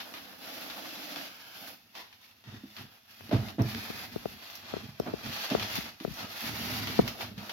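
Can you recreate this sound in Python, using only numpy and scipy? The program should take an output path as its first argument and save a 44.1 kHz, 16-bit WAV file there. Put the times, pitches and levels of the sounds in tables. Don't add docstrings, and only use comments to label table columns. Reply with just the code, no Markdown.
import sys
import numpy as np
from scipy import signal
from scipy.fft import rfft, irfft, next_fast_len
from scipy.io import wavfile

SR = 44100
rng = np.random.default_rng(int(sys.argv[2]) if len(sys.argv) > 2 else 0)


def wrap_up_sound(samples):
    columns = np.atleast_2d(samples).T
    tamed = np.clip(columns, -1, 1)
    steps = np.round(tamed * 32767).astype(np.int16)
    wavfile.write(sys.argv[1], SR, steps)


N = 331632
TIME = np.arange(N) / SR
SLOW_TIME = TIME[::40]

# (start [s], length [s], hiss level [dB], swell over stroke [dB],
# flutter trim [dB], sizzle trim [dB], air pocket pitch [Hz], pocket re hiss [dB])
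STROKES = [(-0.05, 0.47, -53, -5.5, -1.5, -2.5, 253, -3), (0.389, 0.41, -45.5, 1, -5, -5.5, 268, -6),
           (0.777, 0.48, -44, 1, -7.5, -7, 298, -5), (1.256, 0.32, -51, 4, -12.5, -7, 1650, -9.5),
           (1.551, 0.15, -49, 2, -7, -1.5, 261, -5), (1.932, 0.067, -49, 0.5, -9.5, -9, 1060, -4),
           (2.19, 0.12, -59, -6, -20, -6, 1300, -13.5), (2.432, 0.14, -54, 0, -9, -15, 1950, -6),
           (2.57, 0.2, -59.5, 11, -15, -6, 1850, -32), (2.754, 0.07, -53, -6, -3.5, -3.5, 1900, -7),
           (2.87, 0.083, -64, 1, -3, -2, 1700, -15), (3.06, 0.21, -55, 0.5, -12, -5, 1740, -20),
           (3.247, 0.25, -53.5, 7.5, -1.5, -7.5, 335, -6),
           (3.613, 0.43, -43.5, -1.5, -8.5, -6.5, 2560, -11), (4.068, 0.27, -51.5, 1.5, -8, -5, 2500, -26),
           (4.339, 0.26, -51, 1.5, -8, -7, 4800, -11), (4.613, 0.15, -48, 5, -3.5, -14.5, 4470, -11),
           (4.777, 0.2, -53.5, -7, -9, -10, 2600, -22), (4.953, 0.29, -52, 8.5, -3.5, -11, 2610, -15),
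           (5.196, 0.25, -41, 10.5, -8.5, -9.5, 4780, -17),
           (5.46, 0.22, -40.5, 2.5, -8.5, -12.5, 3540, -19),
           (5.668, 0.14, -38.5, 2.5, -9.5, -7.5, 2680, -38), (5.82, 0.07, -44, -5.5, -7, -12, 2580, -18),
           (5.96, 0.22, -51, 9.5, -10, -6, 2510, -21), (6.157, 0.085, -41.5, -1.5, -3, -11, 716, -11),
           (6.255, 0.23, -42.5, 10.5, -8, -6, 2420, -24), (6.493, 0.294, -39.5, 5, -8.5, -6, 2450, -17),
           (6.778, 0.23, -39, -3.5, -10.5, -10, 2380, -14), (7.023, 0.16, -46, -9, -6.5, -7, 646, -3.5),
           (7.158, 0.069, -45, 7, -2, -6.5, 680, -8), (7.35, 0.19, -49, 5, -2.5, -7, 660, -9)]
# (time [s], level [dB], pitch [Hz], left minus right [dB], edge re swing [dB])
POPS = [(3.208, -32, 670, 22, 0), (3.901, -21, 315, 7, -14), (4.1603, -14.5, 337, 9, -15),
        (4.2564, -11.5, 454, 10, -13), (4.738, -14, 440, 8.5, -9), (4.7662, -17, 367, 14, -9),
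        (4.9997, -9.5, 397, 7.5, -14), (5.1373, -13, 355, 8, -38), (5.5497, -4.5, 436, 9, -10),
        (5.7825, -18.5, 222, 19, -12), (6.049, -11, 425, 12, -12.5), (6.076, -20, 169, 21, -2.5),
        (6.105, -25, 114, 18, -24), (6.99, -1, 380, 31, -11), (6.9954, -4, 330, 0.5, -9)]
# (time [s], level [dB], pitch [Hz])
TOUCHES = [(2.472, -44, 119), (2.539, -43.5, 240), (2.636, -39, 265), (2.803, -45, 149),
           (3.293, -35.5, 360), (4.886, -40, 151), (5.019, -35.5, 420), (6.008, -35, 337),
           (7.312, -45, 196), (7.376, -36.5, 175)]
# (time [s], level [dB], first pitch [Hz], full-weight pitch [Hz], settling [s])
LANDINGS = [(3.313, -19.5, 636, 119, 0.024), (3.583, -21, 386, 122, 0.018), (5.059, -30, 950, 332, 0.015),
            (5.507, -27, 550, 244, 0.0087), (6.993, -34, 284, 124, 0.03)]
# (frequency [Hz], level [dB], T60 [s])
PANEL_MODES = [(103.3, -7, 0.34), (119, -4, 0.21), (141, -10.5, 0.23), (207, -85, 0.019),
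               (209.3, -14, 0.59), (269, 2.5, 0.055), (322.5, -7, .2), (406, -13, 0.065), (622, -5, 0.1),
               (665.5, -15.5, 0.42), (860, -38, 0.18)]
# (start [s], length [s], rumble level [dB])
PRESSES = [(1.58, 0.099, -70), (2.438, 0.13, -56), (2.757, 0.057, -50.5), (3.163, 0.45, -57.5),
           (3.33, 0.15, -46.5), (3.594, 0.2, -49.5), (3.725, 0.62, -55.5), (4.456, 0.6, -68),
           (4.684, 0.16, -52), (5.0, 0.23, -55.5), (5.222, 0.069, -46), (5.52, 0.13, -48),
           (5.653, 0.21, -52.5), (6.043, 0.063, -51), (6.172, 0.11, -52.5), (6.415, 0.2, -43),
           (6.595, 0.464, -44), (7.075, 0.34, -53.5)]
# (time [s], level [dB], T60 [s])
CREASES = [(0.002, -35.5, 0.14), (0.139, -40, 0.3), (0.246, -50.5, 0.15), (0.699, -36.5, 0.12),
           (1.1602, -37, 0.2), (1.6394, -51, 0.085), (1.952, -44.5, 0.53), (2.1274, -52, 0.07),
           (2.44, -54, 0.067), (2.7662, -43, 0.35), (3.293, -43, 0.02), (3.311, -41, .1), (3.325, -40, 0.4),
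           (3.485, -40, 0.099), (3.748, -33.5, 0.019), (4.5, -43, .04), (5.261, -38, 0.07),
           (5.501, -32.5, 0.21), (5.5974, -32.5, 0.12), (5.6254, -31, 0.07), (5.7547, -33, 0.071),
           (6.0013, -42, 0.097), (6.872, -34, 0.14), (7.0779, -30, 0.068), (7.2086, -35, 0.25),
           (7.3788, -44, 0.23), (7.4951, -34, 0.09)]
# (time [s], level [dB], T60 [s])
TACK_RELEASES = [(3.6198, -23.5, 0.014), (4.5033, -33.5, 0.04), (4.5532, -31, 0.055), (4.9991, -24, 0.007),
                 (5.7564, -24, 0.034), (6.14, -33, 0.035), (7.0784, -28, 0.079)]

# (frequency [Hz], relative density [dB])
HISS_SPECTRUM = [(500, -47), (1000, -4), (1600, 0), (2500, 4.5), (3500, 3), (5000, 4), (6500, 0.5),
                 (8000, -4.5), (11000, -15)]
FLUTTER_SPECTRUM = [(100, -48), (180, 2.5), (270, 2.5), (450, -4.5), (650, 2.5), (1000, -4), (1500, -3),
                    (2500, -18)]
SIZZLE_SPECTRUM = [(6000, -16), (8500, -9.5), (10500, -2.5), (13000, 1), (16000, 5.5)]
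SCUFF_SPECTRUM = [(60, -27), (110, -1), (320, 7.5), (470, -3.5), (680, -1.5), (1200, -12), (2500, -20.5),
                  (6000, -33)]
RUMBLE_SPECTRUM = [(30, -10), (55, -4), (80, 2.5), (105, 11), (160, -3), (230, 9), (320, -5), (450, -8),
                   (800, -76)]
AMBIENCE_SPECTRUM = [(30, 18), (100, 24), (250, -4), (450, -46), (1000, -20), (2500, -21), (5000, -2),
                     (8000, -7), (13000, -8), (16000, -12)]
POCKET_DRIVE_SPECTRUM = [(90, -24.5), (250, 5), (6000, -15)]
CREASE_SPECTRUM = [(200, -10), (700, 0.5), (2500, 4.5), (4500, 2.5), (8000, -7), (15000, -6)]
TACK_SPECTRUM = [(1000, -38), (3000, -18), (5500, 8), (9000, -6), (15000, 9.5)]
REVERB_SPECTRUM = [(40, 40), (120, -2.5), (600, 1.0), (4000, 12), (15000, 8.0)]
# (frequency [Hz], left-right coherence [0..1])
COHERENCE = [(60, .95), (250, .85), (500, .5), (1000, .05), (2000, 0)]
# (frequency [Hz], left gain [dB], right gain [dB])
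PORT_RESPONSE = [(102, -5, -2.5), (447, -2, -0.5), (1025, 1, 3.5), (1970, 1.5, 2), (3470, 4.5, 0.5),
                 (4600, 2, -0.5), (5600, -3.5, 2), (7040, -12.5, -6), (8340, -17.5, -19),
                 (9440, -11.5, -9.5), (11530, -12, -1), (13100, -11, -0.5), (15700, -29, -13)]


def sliding(flutter_waver_db=1.7, hiss_waver_db=1.0):
    strokes = stroke_envelopes()
    *_, flutter_db, sizzle_db, pocket_hz, pocket_db = np.transpose(STROKES)
    grains = near_echoes(slips(per_s=9000, spread_db=1.0))
    hiss = power_sum(strokes, rest_db=-63.5) * (diffuse(grains, HISS_SPECTRUM) + squeaks(grains))
    hiss += air_pockets(grains, strokes, pocket_hz, pocket_db)
    sizzle = power_sum(strokes * from_db(sizzle_db + 13)[:, None], rest_db=-55.5)
    sizzle = sizzle * diffuse(grains, SIZZLE_SPECTRUM)
    flutter = power_sum(strokes * from_db(flutter_db + 4)[:, None], rest_db=-70)
    flutter *= from_db(flutter_waver_db * drift(rate_hz=23))
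    flutter = flutter * diffuse(near_echoes(slips(per_s=3000, spread_db=1.0)), FLUTTER_SPECTRUM)
    catching = from_db(-2.06 + hiss_waver_db * drift(rate_hz=23.6))
    return catching * ((hiss + flutter) * pan(-0.5) + sizzle)


def stroke_envelopes():
    envelopes = []
    for start_s, length_s, db, swell_db, *_ in STROKES:
        progress = np.clip((SLOW_TIME - start_s) / length_s, 0, 1)
        envelopes.append(push(start_s, length_s) * from_db(db + swell_db * (progress - .5)))
    return np.array(envelopes)


def squeaks(grains, count=150, length_s=0.079, low_hz=1600, high_hz=5600, t60_s=0.034, level_db=-13):
    out, swell = np.zeros((2, N)), np.hanning(int(length_s * SR))
    for when, height in rng.random((count, 2)):
        start = int(when * (N - len(swell)))
        hz = low_hz * (high_hz / low_hz) ** height
        tone = ring(grains[:, start:start + len(swell)], hz, t60_s)
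        add(out, start / SR, swell * unit_rms(tone))
    return from_db(level_db) * out


def air_pockets(grains, strokes, pitches_hz, levels_db, overtone_ratio=1.975, overtone_db=-5.0):
    out, drive = np.zeros((2, N)), diffuse(grains, POCKET_DRIVE_SPECTRUM)
    for envelope, pitch_hz, level_db in zip(strokes, pitches_hz, levels_db):
        start_s, end_s = SLOW_TIME[envelope > envelope.max() / 100][[0, -1]]
        span = slice(int(start_s * SR), int(end_s * SR))
        swell = np.interp(TIME[span], SLOW_TIME, envelope)
        for hz, db in [(pitch_hz, level_db), (pitch_hz * overtone_ratio, level_db + overtone_db)]:
            bandwidth_hz = 150 * np.sqrt(hz / 1000)
            t60_s = np.log(1000) / (np.pi * bandwidth_hz)
            out[:, span] += from_db(db) * swell * unit_rms(ring(drive[:, span], hz, t60_s))
    return out


def near_echoes(x, gain=0.16, wander=0.0493):
    out = x.copy()
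    left_s, right_s = (0.00116, 0.0024, 0.0015, 0.0061), (0.000626, 0.00043, 0.0093, 0.0064)
    for channel, delays_s in enumerate([left_s, right_s]):
        for delay_s in delays_s:
            path_s = delay_s * (1 + wander * drift(rate_hz=0.655))
            out[channel] += gain * np.interp(TIME - path_s, TIME, x[channel])
    return unit_rms(out)


def pops(right_lead_s=0.0015, edge_ratio=2.17, edge_delay_s=0.00012, crack_db=-21, crack_decay_s=0.0011):
    out, t = np.zeros((2, N)), TIME[:SR // 10]
    shape = dict(rise_cycles=0.74, steepness=5.0)
    for time_s, db, hz, side_db, edge_db in POPS:
        noise = signal.lfilter([.4], [1, -.85], rng.standard_normal((2, len(t))))
        pop = flex(hz, **shape) + from_db(crack_db) * noise * np.exp(-t / crack_decay_s)
        add(pop, edge_delay_s, from_db(edge_db) * flex(hz * edge_ratio, **shape))
        add(out[0], time_s, from_db(db) * pop[0])
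        add(out[1], time_s - right_lead_s, from_db(db - side_db) * pop[1])
    out += from_db(-42) * ring(out, hz=440, t60_s=0.021)
    return high_pass(out, hz=90, order=1)


def knocks(scuff_t60_s=0.19):
    force, chatter, t = np.zeros(N), np.zeros(N), TIME[:SR // 2]
    for time_s, db, hz in TOUCHES + landing_contacts():
        add(force, time_s, from_db(db) * flex(hz, rise_cycles=0.66, steepness=1.03))
        hardness = np.sqrt(hz / 300)
        add(chatter, time_s, hardness * from_db(db - 60 * t / scuff_t60_s))
    modes = sum(from_db(db) * np.sqrt(hz / 200) * ring(force, hz, t60_s)
                for hz, db, t60_s in PANEL_MODES)
    scuff = chatter * diffuse(slips(per_s=1200, spread_db=2.0), SCUFF_SPECTRUM)
    return (from_db(-6) * force + from_db(-39) * modes + from_db(-14) * scuff) * pan(-0.16)


def landing_contacts(count=4, first_db=-4, softening=1.56,
                     rebound_s=0.0224, rebound_db=-10, rebound_hz=300):
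    contacts = []
    for time_s, db, first_hz, last_hz, settle_s in LANDINGS:
        for weight in np.linspace(0, 1, count):
            hz = first_hz * (last_hz / first_hz) ** (weight ** softening)
            contacts.append((time_s + settle_s * weight, db + first_db * (1 - weight), hz))
        contacts.append((time_s + settle_s + rebound_s, db + rebound_db, rebound_hz))
    return contacts


def rumble(waver_db=2):
    presses = [from_db(db) * push(start_s, length_s) for start_s, length_s, db in PRESSES]
    pressure = power_sum(presses, rest_db=-75.5) * from_db(6 + waver_db * drift(rate_hz=14))
    return pressure * diffuse(slips(per_s=1400, spread_db=4.5), RUMBLE_SPECTRUM)


def crinkles(snap_db=2, snap_t60_s=0.005):
    snaps = [(time_s, db + snap_db, snap_t60_s) for time_s, db, _ in CREASES]
    envelope = from_db(-2) * (bursts(CREASES) + bursts(snaps))
    return envelope * diffuse(slips(per_s=5000, spread_db=-0.5), CREASE_SPECTRUM)


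def tack_ticks():
    return bursts(TACK_RELEASES) * diffuse(slips(per_s=8500, spread_db=0.5), TACK_SPECTRUM)


def workshop_reverb(x, t60_s=0.27, predelay_s=0.004):
    t = TIME[:SR // 2]
    tail = diffuse(rng.standard_normal((2, N)), REVERB_SPECTRUM)[:, :len(t)]
    tail *= from_db(-60 * t / t60_s) * (t > predelay_s)
    tail /= np.sqrt(np.sum(tail ** 2) / 2)
    return signal.fftconvolve(x, tail, axes=1)[:, :N]


def ambience(level_db=-77):
    return from_db(level_db) * diffuse(rng.standard_normal((2, N)), AMBIENCE_SPECTRUM)


def push(start_s, length_s, release_t60_s=0.32):
    t = SLOW_TIME - start_s
    attack_s = 0.037 + 0.085 * length_s
    return np.clip(t / attack_s, 0, 1) * from_db(-60 * np.clip((t - length_s) / release_t60_s, 0, 2))


def power_sum(envelopes, rest_db):
    power = np.sum(np.square(envelopes), axis=0) + from_db(rest_db) ** 2
    return np.interp(TIME, SLOW_TIME, np.sqrt(power))


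def bursts(rows):
    envelope, t = np.zeros(N), TIME[:SR // 2]
    for time_s, db, t60_s in rows:
        add(envelope, time_s, from_db(db - 60 * t / t60_s))
    return envelope


def slips(per_s, spread_db):
    sizes = from_db(spread_db * np.minimum(rng.exponential(1, (2, N)), 4))
    signs = rng.choice([-1, 1], (2, N))
    return unit_rms(sizes * signs * (rng.random((2, N)) < per_s / SR))


def flex(hz, rise_cycles, steepness):
    cycles = hz * TIME[:SR // 10]
    rise = cycles / rise_cycles
    return (rise * np.exp(1 - rise)) ** steepness * np.sin(2 * np.pi * (cycles - .5))


def ring(force, hz, t60_s):
    radius, angle = from_db(-60 / (t60_s * SR)), 2 * np.pi * hz / SR
    return signal.lfilter([0, np.sin(angle)], [1, -2 * radius * np.cos(angle), radius ** 2], force + 1e-18)


def drift(rate_hz):
    step, warm_up = 40, 2000
    pole = np.exp(-2 * np.pi * rate_hz * step / SR)
    noise = rng.standard_normal(N // step + warm_up + 2)
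    slow = signal.lfilter([1], [1, -2 * pole, pole ** 2], noise)[warm_up:]
    return np.interp(np.arange(N) / step, np.arange(len(slow)), unit_rms(slow))


def diffuse(pair, spectrum):
    coherence = at_hz(COHERENCE, np.fft.rfftfreq(N, 1 / SR))[0]
    mid, side = irfft(rfft(pair) * np.sqrt([1 + coherence, 1 - coherence]), N)
    return unit_rms(colour(np.array([mid + side, mid - side]), spectrum))


def colour(x, spectrum):
    size = next_fast_len(N + 4096)
    gain = from_db(at_hz(spectrum, np.fft.rfftfreq(size, 1 / SR)))
    return irfft(rfft(x, size) * gain, size)[..., :N]


def at_hz(points, hz):
    points_hz, *columns = np.transpose(points)
    return np.array([np.interp(np.log(hz + 1), np.log(points_hz), column) for column in columns])


def high_pass(x, hz, order):
    return signal.sosfilt(signal.butter(order, hz, "high", fs=SR, output="sos"), x)


def add(track, time_s, sound):
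    rest = track[..., max(round(time_s * SR), 0):]
    rest[..., :sound.shape[-1]] += sound[..., :rest.shape[-1]]


def pan(left_minus_right_db):
    return from_db(np.array([[.5], [-.5]]) * left_minus_right_db)


def from_db(db):
    return 10 ** (np.asarray(db) / 20)


def unit_rms(x):
    return x / np.sqrt(np.mean(x ** 2) + 1e-20)


def scene():
    buckling, blows, backing = pops(), knocks(), crinkles() + tack_ticks()
    reverb_send = from_db(-11.5) * buckling + from_db(-13.5) * blows + from_db(-2) * backing
    room = workshop_reverb(reverb_send) + ambience()
    return sliding() + buckling + blows + rumble() + backing + room


def record(dry, low_cut_hz=52, high_cut_hz=15900):
    heard = high_pass(colour(dry, PORT_RESPONSE), low_cut_hz, order=3)
    return signal.sosfilt(signal.ellip(12, .1, 90, high_cut_hz, fs=SR, output="sos"), heard)


dry = scene()
out = record(dry)
wrap_up_sound(out)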